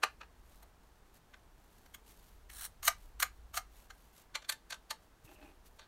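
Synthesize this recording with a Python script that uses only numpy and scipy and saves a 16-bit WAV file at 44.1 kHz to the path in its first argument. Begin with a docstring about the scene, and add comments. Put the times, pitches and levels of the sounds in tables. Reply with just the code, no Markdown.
"""In a small room, close to the microphone, gloved hands work an old metal film camera.
The lens locks, the rewind knob rasps out and snaps up and down, and a take-up spool rattles into the
open body: impacts and friction excite the resonant modes of the metal. The base plate is slid off a
table, juddering and squeaking by stick-slip. Cotton gloves rustle over a faint hiss and rumble."""
import sys
import numpy as np
from scipy import signal
from scipy.fft import rfft, irfft, next_fast_len
from scipy.io import wavfile

SR = 44100
rng = np.random.default_rng(int(sys.argv[2]) if len(sys.argv) > 2 else 0)


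def persist_wave(psi):
    """Save psi, clipped to +-1, as 16-bit WAV."""
    counts = np.round(np.clip(psi, -1, 1) * 32767).astype(np.int16)
    wavfile.write(sys.argv[1], SR, np.atleast_2d(counts).T)


N = 258867
TIME = np.arange(N) / SR

# spectra of the background hiss and rumble: frequency_hz, density_db
HISS_SPECTRUM = [(53, -28.5), (90, -5.5), (151, -4.5), (316, -7.5), (419, -8.5), (457, -6.5), (532, -13),
                 (593, -9), (935, -9), (1410, -13.5), (1680, -14.5), (2090, -18.5), (2320, -20),
                 (4960, -24), (16000, -31.5)]
RUMBLE_SPECTRUM = [(18, -7), (32, 1.5), (55, -0.5), (80, -10), (130, -23.5), (250, -52)]
# course of the rumble: time_s, level_db
RUMBLE_LEVELS = [(0.0, -67), (0.5, -59), (0.72, -64), (2.14, -65), (2.42, -58), (3.56, -56), (3.63, -60),
                 (4.48, -67), (5.87, -62)]

# blows of the locking lens, light taps on the closed camera, and loose spool and base plate touching:
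# time_s, level_db, weight_db, hardness_db, ring_hz
# (the level is that of the body range; weight and hardness set the knock and tick ranges against it)
LENS_BLOWS = [(0.037, -26.2, -7.5, -15, 1220), (0.214, -48, -12, -31, 2530), (0.234, -58, -5, -27, 1230)]
TAP_BLOWS = [(0.63, -67, 4, 5, 4100), (1.342, -54, -30, -36, 3600), (1.862, -64.5, -5, -7, 4800),
             (1.947, -52.5, -30, 1, 3340), (2.501, -55.5, -22, -2, 1810), (2.854, -53, -15, 15, 6500),
             (3.906, -51, -14, -17, 1490)]
LOOSE_BLOWS = [(4.356, -38.3, -14, -13, 2150), (4.425, -61, -5, -16, 1220), (4.448, -57.5, -22, -19, 3500),
               (4.497, -37, -17.5, .5, 1860), (4.525, -48.5, -14, 3, 1490), (4.708, -49, -11, -3, 2190),
               (4.727, -43, -10.5, -15, 4500), (4.744, -57, -15, -4, 1560), (4.91, -41.3, -10, -3.5, 1650),
               (5.795, -57.5, -6, -15, 1930)]
# bounds of a blow's knock, body, clack and tick ranges: edge_hz
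RANGE_EDGES_HZ = [220, 1050, 2500, 7000, 16000]

# resonances of the lens barrel, closed camera, knob shaft, grinding knob, open body with its spool,
# and base plate: pitch_hz, width_hz, gain_db
LENS_MODES = [(526, 74, 5), (740, 470, 8), (1216, 57, 7), (1620, 300, 10), (2220, 330, -6.5),
              (2880, 640, 8.5), (3720, 140, -16), (4160, 430, 11.5), (5030, 900, -2)]
CAMERA_MODES = [(501, 44, 4), (690, 80, 12.5), (784, 45, 3.5), (1220, 42, 6), (1570, 140, 6.5),
                (2100, 90, 6), (2507, 140, -3), (3060, 210, 7), (4300, 350, 6.5), (4980, 300, -12.5),
                (6650, 450, 3), (8910, 380, 7.5), (12700, 1900, 8.5)]
SHAFT_MODES = [(1250, 82, 1.5), (1680, 46, 6.5), (4070, 110, 5.5), (5000, 450, -17), (5650, 510, 11),
               (8960, 1100, 8.5)]
GRIND_MODES = [(6500, 400, 8), (8700, 500, 4)]
OPEN_BODY_MODES = [(532, 18, 6), (630, 52, 15.5), (879, 26, 12), (1177, 53, 7), (1538, 70, 9),
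                   (1675, 44, 3.5), (1766, 26, 9), (3470, 73, 3.5), (3730, 410, 8), (4450, 260, 8),
                   (5120, 470, -9), (6160, 300, 1.5), (9360, 780, 3.5), (11500, 700, 5)]
PLATE_MODES = [(300, 24, 10), (373, 30, 11), (619, 14, 21), (800, 26, 23), (1700, 150, 3.1),
               (2680, 300, 6.1)]
# friction spectra of the gloves, rasping shaft, grinding knob and dragged plate: frequency_hz, density_db
GLOVE_SPECTRUM = [(900, 0), (2000, -0.5), (3800, 0.5), (5000, -1), (6500, -0.5), (9000, -1.5), (10500, 0),
                  (13000, 1), (16000, -6.5)]
RASP_SPECTRUM = [(290, -56), (500, -26), (649, -9), (974, -7), (1380, 0), (2500, -9), (4030, -3),
                 (5020, -11), (5630, -12.5), (9360, -5), (16000, -6)]
GRIND_SPECTRUM = [(400, -19.5), (1300, -1.5), (2500, -4), (6000, -1), (10000, -5), (15000, -3)]
DRAG_SPECTRUM = [(150, -9), (300, 2), (700, -14), (1200, -7), (2700, -12), (4500, -17.5), (9000, -36)]

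# glove strokes over metal and leatherette, and two tugs on the plate: middle_s, length_s, level_db
GLOVE_STROKES = [(0.54, .1, -69), (1.162, .03, -66.5), (1.8, .25, -73), (2.098, .045, -61.5),
                 (2.23, .17, -68), (3.028, .06, -68), (3.79, .08, -65), (4.0, .12, -71),
                 (4.185, .06, -63.5), (5.254, .015, -61.5), (5.331, .036, -66), (5.667, .02, -62.5)]
PLATE_TUGS = [(5.303, .04, -58), (5.45, .085, -59)]
# the shaft leaving its sleeve, and the plate's rim leaving the table: start_s, end_s, first_db, last_db
SHAFT_PULL = (2.515, 2.655, -56.5, -42)
RIM_LIFT = (5.805, 5.85, -60.5, -68)
# pushes of the rewind knob: unlatch_s, stop_s, unlatch_db, first_grind_db, last_grind_db, stop_db,
# contact_s, weight_db, hardness_db, ring_hz
KNOB_PUSHES = [(2.831, 2.881, -49.5, -48, -32, -24.8, .0056, -11, -3, 1215),
               (3.202, 3.229, -40.5, -38, -49, -29, .006, -15.5, -1.5, 1440),
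               (3.544, 3.576, -49, -48, -41, -35.3, .011, -6.5, -5, 1290)]
# squeaks of the plate's edge: middle_s, length_s, level_db, pitch_hz
EDGE_SQUEAKS = [(5.29, .05, -66.5, 2670), (5.368, .012, -60.5, 2690), (5.455, .06, -65.5, 2540)]

# reverberation time of the room: frequency_hz, t60_s
ROOM_T60 = [(500, 0.092), (1500, 0.15), (4000, 0.17), (8000, 0.14), (15000, .11)]
# spectrum of its reflections: frequency_hz, gain_db
ROOM_SPECTRUM = [(300, 6), (750, 5), (1250, 0), (2000, 0), (4300, -3), (7000, -2), (13000, -5.5)]
# notches of the microphone's housing: frequency_hz, width_hz, gain_db
MICROPHONE_DIPS = [(5040, 370, -2), (10500, 660, -2)]


def from_db(db):
    """Amplitude grows tenfold for every 20 decibels."""
    return 10 ** (np.asarray(db) / 20)


def unit_rms(x):
    """Normalisation to unit power."""
    return x / np.sqrt(np.mean(x ** 2) + 1e-20)


def at_hz(points, hz):
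    """Interpolation on a logarithmic frequency axis."""
    frequencies, values = np.transpose(points)
    return np.interp(np.log(hz + 1e-9), np.log(frequencies), values)


def band(x, low_hz, high_hz, order=3):
    """Causal band-pass filtering."""
    sections = signal.butter(order, [low_hz, high_hz], "band", fs=SR, output="sos")
    return signal.sosfilt(sections, x + 1e-18)


def coloured(x, spectrum):
    """Spectral shaping: each frequency is weighted by a smooth gain curve."""
    size = next_fast_len(len(x), True)
    gain = from_db(at_hz(spectrum, np.arange(size // 2 + 1) * SR / size))
    return irfft(rfft(x, size) * gain, size)[:len(x)]


def resonate(x, modes):
    """Resonance: each mode lifts or cuts a narrow range and rings for about 2 / width_hz seconds."""
    for pitch_hz, width_hz, gain_db in modes:
        damp = np.pi * width_hz / SR
        turn = -2 * np.cos(2 * np.pi * pitch_hz / SR)
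        lift = damp * from_db(gain_db)
        x = signal.lfilter([1 + lift, turn, 1 - lift], [1 + damp, turn, 1 - damp], x + 1e-18)
    return x


def wander(low_hz, high_hz):
    """Random modulation: band-limited noise of unit spread."""
    return unit_rms(band(rng.standard_normal(N), low_hz, high_hz, order=2))


def friction(per_s, spread_db, size=N):
    """Friction as a Poisson process: surfaces catch at random moments with uneven strength."""
    caught = rng.random(size) < per_s / SR
    direction = rng.choice([-1, 1], size)
    strength = from_db(spread_db * np.clip(rng.standard_normal(size), -2, 2))
    return unit_rms(caught * direction * strength)


def slide(start_s, end_s, first_db, last_db, attack_s, release_s):
    """Exponential envelope of a sliding move, with linear onset and release."""
    gate = np.interp(TIME, [start_s - attack_s, start_s, end_s, end_s + release_s], [0, 1, 1, 0])
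    return gate * from_db(np.interp(TIME, [start_s, end_s], [first_db, last_db]))


def swells(strokes):
    """Incoherent addition: the Gaussian envelopes of strokes sum in power."""
    return np.sqrt(sum(from_db(level_db) ** 2 * 2 ** -((2 * (TIME - middle_s) / length_s) ** 2)
                       for middle_s, length_s, level_db in strokes))


def small_part_modes(width_share, spread_db, count):
    """High-order modes of springs, screws and thin plates: treble peaks and dips of constant Q."""
    pitches_hz = np.linspace(5300, 15000, count) + rng.uniform(-90, 90, count)
    return [(hz, width_share * hz, spread_db * (-1) ** k) for k, hz in enumerate(pitches_hz)]


def impacts(blows, modes, fine_modes, contact_s, rise_db, fall_db, impulse, clack_db,
            ring_width_hz, ring_db, vary_db, low_cut_hz, high_cut_hz):
    """Impact excitation: a part scrapes into its stop, strikes and chatters to rest; the body rings."""
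    lead, size, core = int(.03 * SR), int(.12 * SR), int(.003 * SR)
    contacts = (np.arange(size) - lead) / SR / contact_s   # time from the strike, in contact lengths
    envelope_db = np.minimum(rise_db * contacts, -fall_db * contacts) + 3
    envelope = from_db(np.minimum(envelope_db, 0))
    # a small body radiates little bass, a blunt contact little treble
    small = signal.butter(2, low_cut_hz, "high", fs=SR, output="sos")
    blunt = signal.butter(4, high_cut_hz, fs=SR, output="sos")
    out = np.zeros(N + size)
    for time_s, level_db, weight_db, hardness_db, ring_hz in blows:
        force = envelope * friction(per_s=16000, spread_db=2, size=size)
        force[lead] += impulse
        force = signal.sosfilt(np.vstack([small, blunt]), force + 1e-18)
        # each blow lands somewhere else and so favours other modes
        struck = [(hz, width_hz, db + vary_db * rng.uniform(-1, 1)) for hz, width_hz, db in modes]
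        ringing = resonate(force, struck + fine_modes + [(ring_hz, ring_width_hz, ring_db)])
        start = max(int(time_s * SR) - lead, 0)
        balance_db = [weight_db, 0, clack_db + .2 * hardness_db, hardness_db]   # knock, body, clack, tick
        for low_hz, high_hz, range_db in zip(RANGE_EDGES_HZ, RANGE_EDGES_HZ[1:], balance_db):
            part = band(ringing, low_hz, high_hz, order=4)
            strike_rms = np.sqrt(np.mean(part[lead - core // 2:lead + 3 * core // 2] ** 2))
            out[start:start + size] += from_db(level_db + range_db) * part / strike_rms
    return out[:N]


def background(hiss_db):
    """Coloured noise: a stationary hiss over a slowly modulated rumble."""
    hiss = unit_rms(coloured(rng.standard_normal(N), HISS_SPECTRUM))
    rumble = unit_rms(coloured(rng.standard_normal(N), RUMBLE_SPECTRUM))
    rumble_db = np.interp(TIME, *np.transpose(RUMBLE_LEVELS))
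    return from_db(hiss_db) * hiss + from_db(rumble_db) * rumble


def lens_lock():
    """Damped free vibration: the lens barrel rings as it strikes its lock."""
    return impacts(LENS_BLOWS, LENS_MODES, [], contact_s=.008, rise_db=20, fall_db=17, impulse=3.1,
                   clack_db=-2.5, ring_width_hz=200, ring_db=5.5, vary_db=.5,
                   low_cut_hz=260, high_cut_hz=13000)


def gloves(fidget_db, swing_db):
    """Friction noise: cotton threads flick over the camera in clumps, swelling with each stroke."""
    fidget = from_db(fidget_db + swing_db * wander(2, 8))   # the fingers keep shifting between strokes
    clumps = from_db(2.2 * wander(12, 90))
    threads = coloured(friction(per_s=3500, spread_db=2), GLOVE_SPECTRUM)
    return np.hypot(swells(GLOVE_STROKES), fidget) * unit_rms(clumps * threads)


def camera_clicks(blows, fine_modes, contact_s, rise_db):
    """Modal response of the closed camera to short blows."""
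    return impacts(blows, CAMERA_MODES, fine_modes, contact_s, rise_db, fall_db=18.5, impulse=3.4,
                   clack_db=-1.5, ring_width_hz=300, ring_db=10.5, vary_db=1,
                   low_cut_hz=710, high_cut_hz=15000)


def knob_rasp(fine_modes, uneven_db):
    """Sliding friction: the shaft catches in its sleeve thousands of times a second, ever louder."""
    catches = friction(per_s=3800, spread_db=3) * from_db(uneven_db * wander(20, 120))
    rasp = resonate(coloured(catches, RASP_SPECTRUM), SHAFT_MODES + fine_modes)
    return slide(*SHAFT_PULL, attack_s=.008, release_s=.022) * unit_rms(rasp)


def knob_pushes(fine_modes):
    """Friction between two impacts: the knob unlatches, grinds metal on metal and hits its stop."""
    catches = coloured(friction(per_s=7000, spread_db=7), GRIND_SPECTRUM)
    grind = resonate(band(catches, 800, 16000, order=2), CAMERA_MODES + GRIND_MODES + fine_modes)
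    out = np.zeros(N)
    for (unlatch_s, stop_s, unlatch_db, first_db, last_db, stop_db,
         contact_s, weight_db, hardness_db, ring_hz) in KNOB_PUSHES:
        unlatch = (unlatch_s, unlatch_db, weight_db - 1, hardness_db + 2, ring_hz)   # lighter and harder
        stop = (stop_s, stop_db, weight_db, hardness_db, ring_hz)
        out += camera_clicks([unlatch], fine_modes, contact_s, rise_db=23)
        out += camera_clicks([stop], fine_modes, contact_s, rise_db=17.5)
        travel = slide(unlatch_s, stop_s, first_db, last_db, attack_s=.003, release_s=.002)
        out += travel * unit_rms(resonate(grind, [(ring_hz, 250, 6)]))
    return out


def loose_rattle(fine_modes):
    """Contact chatter: the loose spool and base plate excite the modes of the open body."""
    return impacts(LOOSE_BLOWS, OPEN_BODY_MODES, fine_modes, contact_s=.0102, rise_db=25, fall_db=22.5,
                   impulse=1.5, clack_db=3.8, ring_width_hz=220, ring_db=5.5, vary_db=3.5,
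                   low_cut_hz=720, high_cut_hz=13000)


def hand_bump(start_s, pitch_hz, level_db, t60_s):
    """A damped oscillator: the hand meets the table with one low, decaying tone."""
    age_s = np.maximum(TIME - start_s, 0)
    return from_db(level_db - 60 * age_s / t60_s) * np.sin(2 * np.pi * pitch_hz * age_s)


def plate_drag(brush_db):
    """Stick-slip: sparse catches on the table shake the thin plate while the glove brushes along."""
    judder = resonate(coloured(friction(per_s=420, spread_db=4), DRAG_SPECTRUM), PLATE_MODES)
    brush = coloured(friction(per_s=5000, spread_db=1.5), GLOVE_SPECTRUM)
    return swells(PLATE_TUGS) * (unit_rms(judder) + from_db(brush_db) * unit_rms(brush))


def plate_squeaks(waver_hz, stutter_db):
    """Stick-slip oscillation: the plate's edge sings in stuttering bursts on a wavering pitch."""
    phase_drift = 2 * np.pi * np.cumsum(waver_hz * wander(20, 300)) / SR
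    sticking = unit_rms(from_db(stutter_db * np.tanh(wander(25, 50))))
    return sticking * sum(swells([stroke]) * np.sin(2 * np.pi * pitch_hz * TIME + phase_drift)
                          for *stroke, pitch_hz in EDGE_SQUEAKS)


def rim_scrape():
    """Forced vibration: the plate's rim grates as it leaves the table, and the metal resonates."""
    catches = band(friction(per_s=2500, spread_db=4), 1000, 4500, order=2)
    return slide(*RIM_LIFT, attack_s=.006, release_s=.02) * unit_rms(resonate(catches, OPEN_BODY_MODES))


def room(x, wet_db, build_s):
    """Reverberation: dense reflections build up, then decay exponentially, each band at its own rate."""
    t = TIME[:SR // 3]
    edges_hz = np.geomspace(200, 18000, 9)
    build_up = np.minimum(t / build_s, 1) ** 2
    echo = np.zeros(len(t))
    for low_hz, high_hz in zip(edges_hz, edges_hz[1:]):
        t60_s = at_hz(ROOM_T60, np.sqrt(low_hz * high_hz))
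        envelope = build_up * from_db(-60 * t / t60_s)
        echo += band(rng.standard_normal(len(t)), low_hz, high_hz) * envelope / np.linalg.norm(envelope)
    return x + from_db(wet_db) * signal.fftconvolve(x, coloured(echo, ROOM_SPECTRUM))[:N]


def scene():
    """Superposition: the handling sounds, their reflections and the background add in one channel."""
    fine_modes = small_part_modes(width_share=.0044, spread_db=5.5, count=40)
    lens = lens_lock()
    taps = camera_clicks(TAP_BLOWS, fine_modes, contact_s=.0078, rise_db=19)
    knob = knob_pushes(fine_modes) + knob_rasp(fine_modes, uneven_db=1.8)
    rattle = loose_rattle(fine_modes)
    bump = hand_bump(start_s=5.246, pitch_hz=118, level_db=-47, t60_s=.045)
    plate = plate_drag(brush_db=-13) + plate_squeaks(waver_hz=130, stutter_db=5)
    # each way of holding the camera has its own reflections
    facing = room(lens, wet_db=-10.5, build_s=.006)
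    turned = room(taps + knob + gloves(fidget_db=-82.5, swing_db=3.5), wet_db=-11, build_s=.0056)
    opened = room(rattle + bump + plate + rim_scrape(), wet_db=-10.5, build_s=.0067)
    return (facing + turned + opened + background(hiss_db=-67.5))[None]


def record(dry):
    """Frequency response: the microphone's housing dulls two treble ranges; the top is cut steeply."""
    low_pass = signal.ellip(12, .1, 70, 15780, fs=SR, output="sos")
    return signal.sosfilt(low_pass, resonate(dry, MICROPHONE_DIPS))


dry = scene()
out = record(dry)
persist_wave(out)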